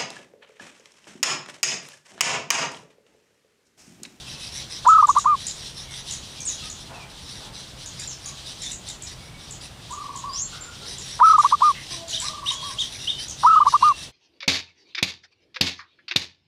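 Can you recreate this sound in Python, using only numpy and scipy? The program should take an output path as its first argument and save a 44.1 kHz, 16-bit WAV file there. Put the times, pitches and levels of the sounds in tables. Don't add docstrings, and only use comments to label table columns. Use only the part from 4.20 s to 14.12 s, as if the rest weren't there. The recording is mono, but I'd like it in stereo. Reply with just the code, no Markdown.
import sys
import numpy as np
from scipy import signal
from scipy.fft import rfft, irfft
from scipy.io import wavfile
from scipy.ndimage import uniform_filter1d

SR = 44100
rng = np.random.default_rng(int(sys.argv[2]) if len(sys.argv) > 2 else 0)


def inscribe(sig):
    pcm = np.round(np.clip(np.atleast_2d(sig).T, -1, 1) * 32767)
    wavfile.write(sys.argv[1], SR, pcm.astype(np.int16))


def natural_amplitude(level_db):
    exponent = np.asarray(level_db, float) / 20
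    return 10 ** exponent


N = 437472

# frequency in Hz, density in dB per Hz.
AIR_SPECTRUM = [(18, -54), (30, 2.5), (127, 0), (263, -8.5), (481, -12), (877, -12.5), (1370, -16),
                (2370, -17.5), (3330, -11.5), (3900, -13), (5920, -18), (6750, -22), (9000, -22.5),
                (12500, -36), (15600, -36)]
AIR_DB = -42.5
# time in seconds, level in dB.
FLOCK_SWELL = [(0.0, -43.5), (0.38, -43), (0.72, -43.5), (1.1, -45), (1.35, -44.5), (2.51, -43),
               (2.68, -46.5), (4.39, -42.5), (5.14, -48), (6.66, -43.5), (6.9, -40.5), (8.07, -40.5),
               (8.56, -41.5), (9.92, -42)]
# pitch in Hz, width in Hz, level in dB.
ENGINE = (133, 3.5, -54)
# frequency in Hz, left-right likeness from 0 to 1.
LIKENESS = [(60, .999), (125, 1), (250, 0.9), (700, 0.32), (2000, 0.61), (4000, 0.84), (8000, 0.96),
            (12000, .999)]
# frequency in Hz, time to die by 60 dB in seconds.
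TREE_DECAY = [(800, 0.39), (3000, 0.22), (7000, 0.26), (12000, 0.038)]

# start in seconds, level in dB, throat in Hz, throat width in Hz, decay in seconds.
BARK_CALLS = [
    (2.694, -44, 820, 600, 0.1),
    (3.202, -47.5, 785, 600, 0.082),
    (6.322, -47.5, 1370, 350, 0.14),
    (6.604, -51, 420, 300, 0.12),
    (7.549, -39.5, 2020, 400, 0.037),
    (7.54, -41, 2700, 500, 0.066),
]
# time in seconds, frequency in Hz, level in dB.
COCK_CURVE = [
    (7.71, 710, -55),
    (7.726, 679.6, -55),
    (8.352, 602.4, -58.5),
    (8.58, 630, -61),
]
# start and length in seconds, level in dB, middle pitch and whole glide in Hz.
FAR_WHISTLES = [(0, 0.3, -50, 2620, -150), (1.618, 0.15, -52.5, 2180, -450), (2.159, 0.065, -52, 2387, -70),
                (2.419, 0.064, -50, 1270, 5), (2.494, 0.045, -66, 1250, -5), (2.39, .06, -51, 2665, -30),
                (2.725, 0.12, -50, 2524, -400), (4.05, 0.058, -52.5, 1150, -40),
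                (4.797, 0.061, -54, 2370, 15), (4.953, 0.25, -55, 2250, 17), (6.465, 0.036, -48, 1420, 50),
                (6.617, 0.047, -48, 1345, -110), (8.333, 0.14, -40, 3294, -150),
                (6.232, 0.036, -47, 4330, 0), (8.79, 0.079, -44, 2800, 38),
                (8.939, 0.073, -39.5, 3050, 100)]
# time in seconds, pitch in Hz, level in dB.
FAR_SONG = [(9.26, 2670, -40), (9.31, 2740, -48), (9.38, 3020, -48.5), (9.47, 2980, -48), (9.55, 2760, -57),
            (9.62, 2795, -47), (9.76, 2710, -48), (9.82, 2660, -58), (9.9, 2590, -48)]

# time in seconds, pitch in Hz, level in dB.
SLIDE_CURVES = [
    [(2.251, 8860, -31), (2.258, 7630, -34), (2.284, 6540, -28.5), (2.305, 6100, -39), (2.335, 5200, -50)],
    [(3.872, 7600, -36), (3.884, 6850, -35), (3.945, 4900, -50)],
    [(6.085, 4780, -44), (6.118, 4750, -47), (6.136, 5020, -36), (6.19, 6390, -32.5), (6.222, 7280, -30),
     (6.242, 7550, -43.5)],
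    [(6.128, 7430, -41), (6.15, 7250, -52), (6.18, 6950, -42)],
    [(6.408, 7360, -41), (6.44, 7180, -44), (6.47, 7080, -55)],
]
# start in seconds, peak in dB, pitch in Hz, level change per flick in dB.
CHIP_CALLS = [(0.676, -25, 7260, -4.5), (0.8706, -29, 7400, 3), (0.9857, -22.5, 7200, -7),
              (1.2688, -21.5, 7320, -7), (1.91, -25.5, 7040, -1.5), (2.205, -28, 6560, -3),
              (2.501, -28.5, 7030, -4), (3.6614, -30, 6900, -4.5), (3.7976, -26.5, 7420, -7.5),
              (4.0603, -26.5, 6900, -6), (4.4209, -28.5, 7360, -2), (4.5176, -26, 7460, -4.5),
              (4.6877, -27.5, 7500, -6), (4.823, -29.5, 7620, -3.5), (5.3095, -30, 7560, -4),
              (5.7103, -34.5, 7600, 0), (5.961, -32, 7350, -1.5), (6.784, -30, 7440, -3.5),
              (7.187, -28.5, 7400, -6), (7.8826, -32.5, 7200, 1.2), (7.989, -34, 7750, -15),
              (8.001, -22.5, 7840, -10), (8.321, -27.5, 7020, -4.5), (8.593, -31, 6700, -0.6),
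              (9.084, -29.5, 6680, 0.2), (9.485, -30.5, 6280, -3)]
CHIP_FALL, CHIP_DEPTH = .05, .26
CHIP_GAP_S = .0135
# start in seconds, level in dB, top pitch in Hz.
ARCH_CALLS = [
    (7.926, -22, 3850),
    (8.258, -22, 3735),
    (8.574, -21, 3690),
    (8.869, -19.5, 3655),
]
ARCH_RISE_S, ARCH_FALL_S = .031, .027
ARCH_START_HZ, ARCH_END_HZ, ARCH_EDGE_DB = 2620, 2834, -4.5

# middle in seconds, length in seconds, breath in dB.
HOARSE_CALLS = [(0.245, 0.14, -50.5), (0.382, 0.12, -45.5), (0.995, 0.089, -48), (1.446, 0.2, -52),
                (1.768, 0.15, -48), (2.322, 0.12, -48.5), (2.622, 0.057, -57), (2.91, 0.033, -58),
                (3.037, 0.067, -56.5), (3.15, 0.17, -53), (4.477, 0.17, -48.5), (4.903, 0.087, -51.5),
                (5.064, 0.099, -62), (5.23, .09, -59), (2.76, .05, -63.5), (3.277, .06, -60),
                (5.836, 0.075, -58), (5.963, 0.088, -60), (6.368, 0.068, -59), (6.712, 0.12, -48),
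                (6.912, 0.25, -49.5), (7.093, 0.12, -44.5), (7.261, 0.16, -44), (7.477, 0.11, -45),
                (7.627, 0.099, -52.5), (7.744, 0.1, -44), (7.942, 0.12, -44.5), (8.304, 0.12, -45.5),
                (8.742, 0.095, -48.5), (8.859, 0.19, -50.5), (9.241, 0.13, -46.5), (9.51, 0.1, -45),
                (9.815, 0.12, -50.5)]
# middle in seconds, length in seconds, breath in dB.
BREATHY_CALLS = [(0.115, 0.097, -49.5), (0.552, 0.13, -46.5), (0.695, 0.048, -49.5), (0.812, 0.075, -53),
                 (0.894, 0.041, -54), (1.269, 0.2, -50), (1.61, 0.12, -50.5), (1.935, 0.16, -50),
                 (2.108, 0.15, -57), (2.23, 0.011, -62), (2.467, 0.094, -49.5), (3.38, 0.11, -52.5),
                 (3.627, 0.12, -56.5), (3.826, 0.12, -51), (4.075, 0.12, -51), (4.297, 0.09, -50),
                 (4.693, 0.071, -48), (5.442, 0.077, -50.5), (5.717, .071, -60), (6.155, 0.065, -57),
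                 (6.587, 0.049, -59), (8.061, 0.13, -43.5), (8.49, 0.16, -47.5), (8.648, 0.086, -48.5),
                 (9.023, 0.093, -44.5), (9.657, 0.13, -46.5)]
HOARSE_VOICE_DB, BREATHY_VOICE_DB = 9, 8
RASP_HZ = 1922
# multiple of the pitch, level in dB.
RASP_PARTIALS = [(1, -8.5), (2, 3), (3, 5), (5, -23)]
# frequency in Hz, density in dB per Hz.
RASP_BREATH = [(940, -48), (1600, -11.5), (3020, -9.5), (3890, 0.5), (4570, -5.5), (5210, -1), (5720, -5.5),
               (7090, -16.5), (8390, -11), (10400, -11.5), (11900, -29), (15000, -38)]

# puff start in seconds, peak in dB.
FAR_DOVE_PUFFS = [
    [(5.703, -33), (5.73, -30.5), (5.773, -29.5), (5.803, -30.5), (5.84, -30.5), (5.888, -31.5),
     (5.95, -34), (6.037, -30.5)],
    [(8.018, -36.5), (8.044, -33), (8.086, -32), (8.13, -34), (8.175, -34.5), (8.226, -31.5), (8.308, -33),
     (8.424, -34.5)],
]
# puff length in seconds, start pitch in Hz, top pitch in Hz.
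FAR_DOVE_SHAPE = [(0.03, 940, 1008), (0.026, 1160, 1230), (0.026, 1060, 1225), (0.031, 1070, 1228),
                  (0.033, 1020, 1195), (0.034, 965, 1168), (0.032, 964, 1130), (0.086, 985, 1160)]
FAR_SPAN_S = .37
HEDGE_S, HEDGE_DB = .04, -13
WALL_S, WALL_DB = .112, -19

# puff start in seconds, peak in dB.
DOVE_PUFFS = [
    [(0.664, -6), (0.688, -6), (0.72, -6.5), (0.751, -7), (0.7805, -7.5), (0.8252, -7.5), (0.888, -9),
     (0.963, -10), (1.056, -12)],
    [(7.008, -6), (7.031, -6.5), (7.069, -7.5), (7.1, -7.5), (7.132, -8.5), (7.182, -7.5), (7.244, -9.5),
     (7.323, -10), (7.418, -10.5)],
    [(9.244, -6), (9.267, -8), (9.3, -9.3), (9.332, -8.5), (9.3575, -7.5), (9.403, -9), (9.464, -9),
     (9.538, -8.5), (9.625, -10)],
]
# puff length in seconds, start pitch in Hz, top pitch in Hz.
DOVE_SHAPE = [
    (0.024, 925, 990),
    (0.03, 1225, 1320),
    (0.033, 1250, 1325),
    (0.0281, 1250, 1320),
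    (0.0366, 1090, 1285),
    (0.033, 960, 1222),
    (0.027, 965, 1192),
    (0.031, 990, 1215),
    (0.1, 990, 1235),
]


def evened(x):
    return x / np.sqrt(np.mean(x ** 2) + 1e-20)


def read(points, hz):
    f, value = np.transpose(points)
    return np.interp(np.log(hz + 1), np.log(f + 1), value)


def add(mix, s, sound):
    part = mix[max(round(s * SR), 0):][:len(sound)]
    part += sound[:len(part)]


def wander(size, seconds):
    span = max(round(seconds * SR), 1)
    once = uniform_filter1d(rng.standard_normal(size), span)
    return evened(uniform_filter1d(once, span))


def sine(hz):
    return np.sin(2 * np.pi * np.cumsum(hz) / SR)


def resonate(x, hz, width):
    turn = np.exp(2j * np.pi * np.cumsum(hz * np.ones(len(x))) / SR)
    r = np.exp(-np.pi * width / SR)
    return 2 * (turn * signal.lfilter([1 - r], [1, -r], x / turn)).real


def hiss(spectrum, patchy_db):
    frames, hz = N // 256 + 5, np.fft.rfftfreq(1024, 1 / SR)
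    a, b, c, d, patches = rng.standard_normal((frames, 513, 5)).T
    patches = evened(uniform_filter1d(uniform_filter1d(patches, 10, 0), 8, 1))
    mid = a + 1j * b
    width = np.sqrt((1 - np.clip(read(LIKENESS, hz), 0, 1)) / 2)
    side = width[:, None] * (c + 1j * d)
    gain = natural_amplitude(read(spectrum, hz)[:, None] + patchy_db * patches)
    z = np.array([mid + side, mid - side]) * gain
    return evened(signal.istft(z, nperseg=1024, noverlap=768)[1][:, :N])


def trees(x, wet_db):
    taps = np.zeros((2, SR // 2))
    at = np.arange(300, SR // 2 - 20, 20) + rng.integers(0, 20, (2, (SR // 2 - 301) // 20))
    np.put_along_axis(taps, at, rng.choice([-1., 1.], at.shape), 1)
    hz, t, z = signal.stft(taps, SR, nperseg=256)
    decay = natural_amplitude(-60 * t / read(TREE_DECAY, hz)[:, None])
    mid, side = signal.istft(z * decay, SR, nperseg=256)[1]
    tail = np.array([mid + 0.23 * side, mid - 0.3 * side]) / np.linalg.norm(mid)
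    return x + natural_amplitude(wet_db) * signal.fftconvolve(x[None], tail, axes=1)[:, :N]


def traffic_and_flock():
    air = rfft(natural_amplitude(AIR_DB) * hiss(AIR_SPECTRUM, patchy_db=.7))
    hz = np.fft.rfftfreq(N, 1 / SR)
    high = 1 / (1 + (2750 / (hz + 1)) ** 12) / (1 + (hz / 9000) ** 4)
    swell_db = np.interp(np.arange(N) / SR, *np.transpose(FLOCK_SWELL)) + 47
    swell_db += 3.2 * wander(N, 0.043)
    return irfft(air * (1 - high), N) + natural_amplitude(swell_db) * irfft(air * high, N)


def engine_hum():
    hz, width, db = ENGINE
    return natural_amplitude(db) * evened(resonate(rng.standard_normal(N), hz, width))


def bark(s, db, hz, width, length):
    t = np.arange(0, 3 * length, 1 / SR)
    puff = rng.standard_normal(len(t))
    throat = resonate(resonate(puff, hz, width), hz, width)
    throat += 0.4 * resonate(puff, 1.49 * hz, width)
    return s, natural_amplitude(db) * evened(throat) * np.clip(t / 0.004, 0, 1) * np.exp(-t / length)


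def crow(rows):
    s, hz, db = np.transpose(rows)
    t = np.arange(s[0], s[-1], 1 / SR)
    shaky_hz = np.interp(t, s, hz) * (1 + 0.0068 * wander(len(t), 0.0039))
    turns = np.pi * np.cumsum(shaky_hz) / SR
    edges = np.exp(-(t - s[0]) / 0.074)
    broken = np.clip(.6 + .45 * wander(len(t), .012), edges, 2)
    tone = np.sin(2 * turns) + edges * (1.4 * np.sin(turns) + 1.6 * np.sin(3 * turns))
    return s[0], natural_amplitude(np.interp(t, s, db) + 5.5) * broken * tone


def whistle(s, length, db, middle_hz, glide_hz, rough=0.6):
    u = np.arange(0, 1, 1 / SR / length)
    bend = .5 - .5 * np.cos(2 * np.pi * u)
    hz = middle_hz + np.where(u < .5, -glide_hz / 2, glide_hz / 2) * (1 - bend)
    hz = hz * (1 + 0.02 * rough * wander(len(u), 0.0035))
    level = natural_amplitude(db) * (1 + rough * wander(len(u), 0.011)) * signal.windows.tukey(len(u), .3)
    return s, level * sine(hz)


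def slide(rows, flutter_s=0.0023):
    s, hz, db = np.transpose(rows)
    t = np.arange(s[0], s[-1], 1 / SR)
    flutter = np.clip(1 + .65 * wander(len(t), flutter_s), 0, 2)
    level = natural_amplitude(np.interp(t, s, db) + 3) * flutter * signal.windows.tukey(len(t), .1)
    return s[0], level * sine(uniform_filter1d(np.interp(t, s, hz), 250))


def chip(s, db, hz, change_db):
    t, out = np.arange(0, .007, 1 / SR), np.zeros(SR // 20)
    for k in range(3):
        arch = 1.02 - CHIP_DEPTH * (2 * t / t[-1] - .9) ** 2
        flick = np.sin(np.pi * (t / t[-1]) ** 0.66) * sine(hz * (1 - CHIP_FALL * k) * arch)
        click = resonate(resonate(rng.standard_normal(len(t)), 7500, 2400), 7500, 2400)
        click *= 0.92 * np.exp(-t / 0.0088)
        add(out, k * CHIP_GAP_S, natural_amplitude(db + change_db * k) * (flick + click))
    return s - .0015, out


def chirp(s, db, top_hz):
    t = np.arange(0, ARCH_RISE_S + ARCH_FALL_S, 1 / SR)
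    corners = [0, ARCH_RISE_S, t[-1]]
    hz = np.interp(t, corners, [ARCH_START_HZ, 1.045 * top_hz, ARCH_END_HZ])
    hz = uniform_filter1d(hz, size=560, mode="nearest")
    level = natural_amplitude(db + np.interp(t, corners, [ARCH_EDGE_DB, 0, .15 * ARCH_EDGE_DB]))
    level *= 1 + 0.41 * wander(len(t), 0.0054)
    return s, level * signal.windows.tukey(len(t), .3) * sine(hz)


def nestlings():
    breath, voice, bend = np.zeros((3, N))
    calls = [(*row, HOARSE_VOICE_DB) for row in HOARSE_CALLS]
    calls += [(*row, BREATHY_VOICE_DB) for row in BREATHY_CALLS]
    for s, length, breath_db, voice_db in calls:
        u = np.linspace(0, 1, round(1.27 * length * SR))
        swell = np.clip(u / 0.28, 0, 1) ** 1.1 * np.clip((1 - u) / 0.37, 0, 1) ** 1.53
        add(breath, s - 0.61 * length, natural_amplitude(breath_db) * swell)
        add(voice, s - 0.68 * length, natural_amplitude(breath_db + voice_db) * swell ** 2)
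        add(bend, s - 0.4 * length, swell * rng.normal(0.005, 0.018))
    hz = RASP_HZ * (1 + bend + .014 * wander(N, .015))
    grit = natural_amplitude(2.3 * wander(N, .0015))
    noise = rng.standard_normal(N)
    hoarse = np.zeros(N)
    for k, db in RASP_PARTIALS:
        hoarse += natural_amplitude(db) * evened(resonate(resonate(noise, k * hz, 260), k * hz, 340))
    air = natural_amplitude(10.0) * breath * hiss(RASP_BREATH, patchy_db=4.0)
    return grit * air + trees(natural_amplitude(-6.5) * grit * voice * evened(hoarse), wet_db=-0.5)


def coo(rows):
    t = np.arange(rows[0][0] - .03, rows[-1][0] + rows[-1][1] + .012, 1 / SR)
    hz = np.full(len(t), float(rows[0][3]))
    level, sputter, shut = np.zeros(len(t)), np.zeros(len(t)), -1
    following = [*rows[1:], [99] * 5]
    for k, ((s, length, db, low_hz, top_hz), (next_s, _, _, next_hz, _)) in enumerate(zip(rows, following)):
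        joined, slurred, rested = next_hz > 1150, low_hz > 1150, s - shut > .015
        length = next_s - s if joined else min(length, next_s - s - .0015)
        u, left = t - s, s + length - t

        end_hz = next_hz if joined else (.95 - 1.2 * length) * top_hz
        rise_s = .004 + .05 * length + .003 * slurred
        rise = 1 - np.exp(-(np.maximum(u - .001 - .002 * rested, 0) / rise_s) ** 1.5)
        fall = np.exp(-np.maximum(left, 0) / (.003 if joined else .001 + .2 * length))
        arch = low_hz + (top_hz - low_hz) * rise - (top_hz - end_hz) * fall * rise
        hz = np.where(u > -.004 * rested, arch, hz)

        lap = (.0048 - 0.0019 * k - .0055) * joined
        opening = (u + 0.00055) / 0.007 if rested else (u + 0.0014 + 0.0045 * slurred) / 0.0067
        closing = (left + lap) / (.008 if joined else .004 + 0.16 * length)
        valve = (np.clip(opening, 0, 1) * np.clip(closing, 0, 1)) ** 0.64
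        tilt_db = .9 if k == 1 else 0.5 * (not joined)
        level += valve * natural_amplitude(db - tilt_db * (2 * u / length - 1).clip(-1, 1))
        if rested:
            burst = np.clip((u + 0.017) / 0.0099, 0, 1) * np.clip(-u / 0.0036, 0, 1)
            sputter += burst * natural_amplitude(db - (14.0 if k == 0 else 17.0))
        shut = s + length

    level = uniform_filter1d(level, size=170)
    crop = .75 * np.exp(-((hz - 1010) / 70) ** 2) - .22 * np.exp(-((hz - 1120) / 35) ** 2)
    level *= 1 + crop * np.clip((t - rows[4][0] - .02) / .08, 0, 1)
    level *= 1 + 0.062 * wander(len(t), 0.0017)
    turns = 2 * np.pi * np.cumsum(hz * (1 + 0.0037 * wander(len(t), 0.0028))) / SR
    overtone = natural_amplitude(-36) * np.where(t > rows[-1][0] + .012, 1, .45) * np.sin(2 * turns)
    flaps = rng.standard_normal(len(t))
    for _ in range(4):
        flaps = evened(resonate(flaps, 982, 780))
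    return t[0], level * (np.sin(turns) + overtone) + sputter * flaps


def phrase(puffs, shape, pace=1):
    rows = []
    for (s, db), (length, low_hz, top_hz) in zip(puffs, shape):
        rows.append((s, pace * length, db, low_hz, top_hz))
    return coo(rows)


def far_dove():
    answer = np.zeros(N)
    for puffs in FAR_DOVE_PUFFS:
        s, call = phrase(puffs, FAR_DOVE_SHAPE, (puffs[-1][0] - puffs[0][0]) / FAR_SPAN_S)
        add(answer, s, call)
        add(answer, s + HEDGE_S, natural_amplitude(HEDGE_DB) * call)
        add(answer, s + WALL_S, natural_amplitude(WALL_DB) * call)
    return resonate(answer, 1030, 460)


def near_dove():
    near = np.zeros(N)
    for puffs in DOVE_PUFFS:
        add(near, *phrase(puffs, DOVE_SHAPE))
    return near


def scene():
    far, small, chirps = np.zeros((3, N))
    for row in BARK_CALLS:
        add(far, *bark(*row))
    add(far, *crow(COCK_CURVE))
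    for row in FAR_WHISTLES:
        add(far, *whistle(*row))
    add(far, *slide(FAR_SONG, flutter_s=0.0077))
    for rows in SLIDE_CURVES:
        add(small, *slide(rows))
    for row in CHIP_CALLS:
        add(small, *chip(*row))
    for row in ARCH_CALLS:
        add(chirps, *chirp(*row))
    birds = trees(far, wet_db=-3.0) + trees(small, wet_db=-3)
    birds += trees(chirps, wet_db=-7.5) * natural_amplitude([[-1], [1]])
    birds += trees(far_dove(), wet_db=-9.0) + trees(near_dove(), wet_db=-40.0)
    return traffic_and_flock() + engine_hum() + nestlings() + birds


def band_limit(x):
    return signal.sosfilt(signal.butter(12, 15750, fs=SR, output="sos"), x)


def record(dry):
    fade = np.clip((N - np.arange(N)) / (0.027 * SR), 0, 1)
    treble_limit = signal.firwin(401, 15550, window=("kaiser", 9), fs=SR)
    rumble_cut = signal.butter(2, 34, "high", fs=SR, output="sos")
    mix = signal.sosfilt(rumble_cut, dry) * fade
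    return band_limit(signal.oaconvolve(mix, treble_limit[None], "same"))


dry = scene()
out = record(dry)
inscribe(out)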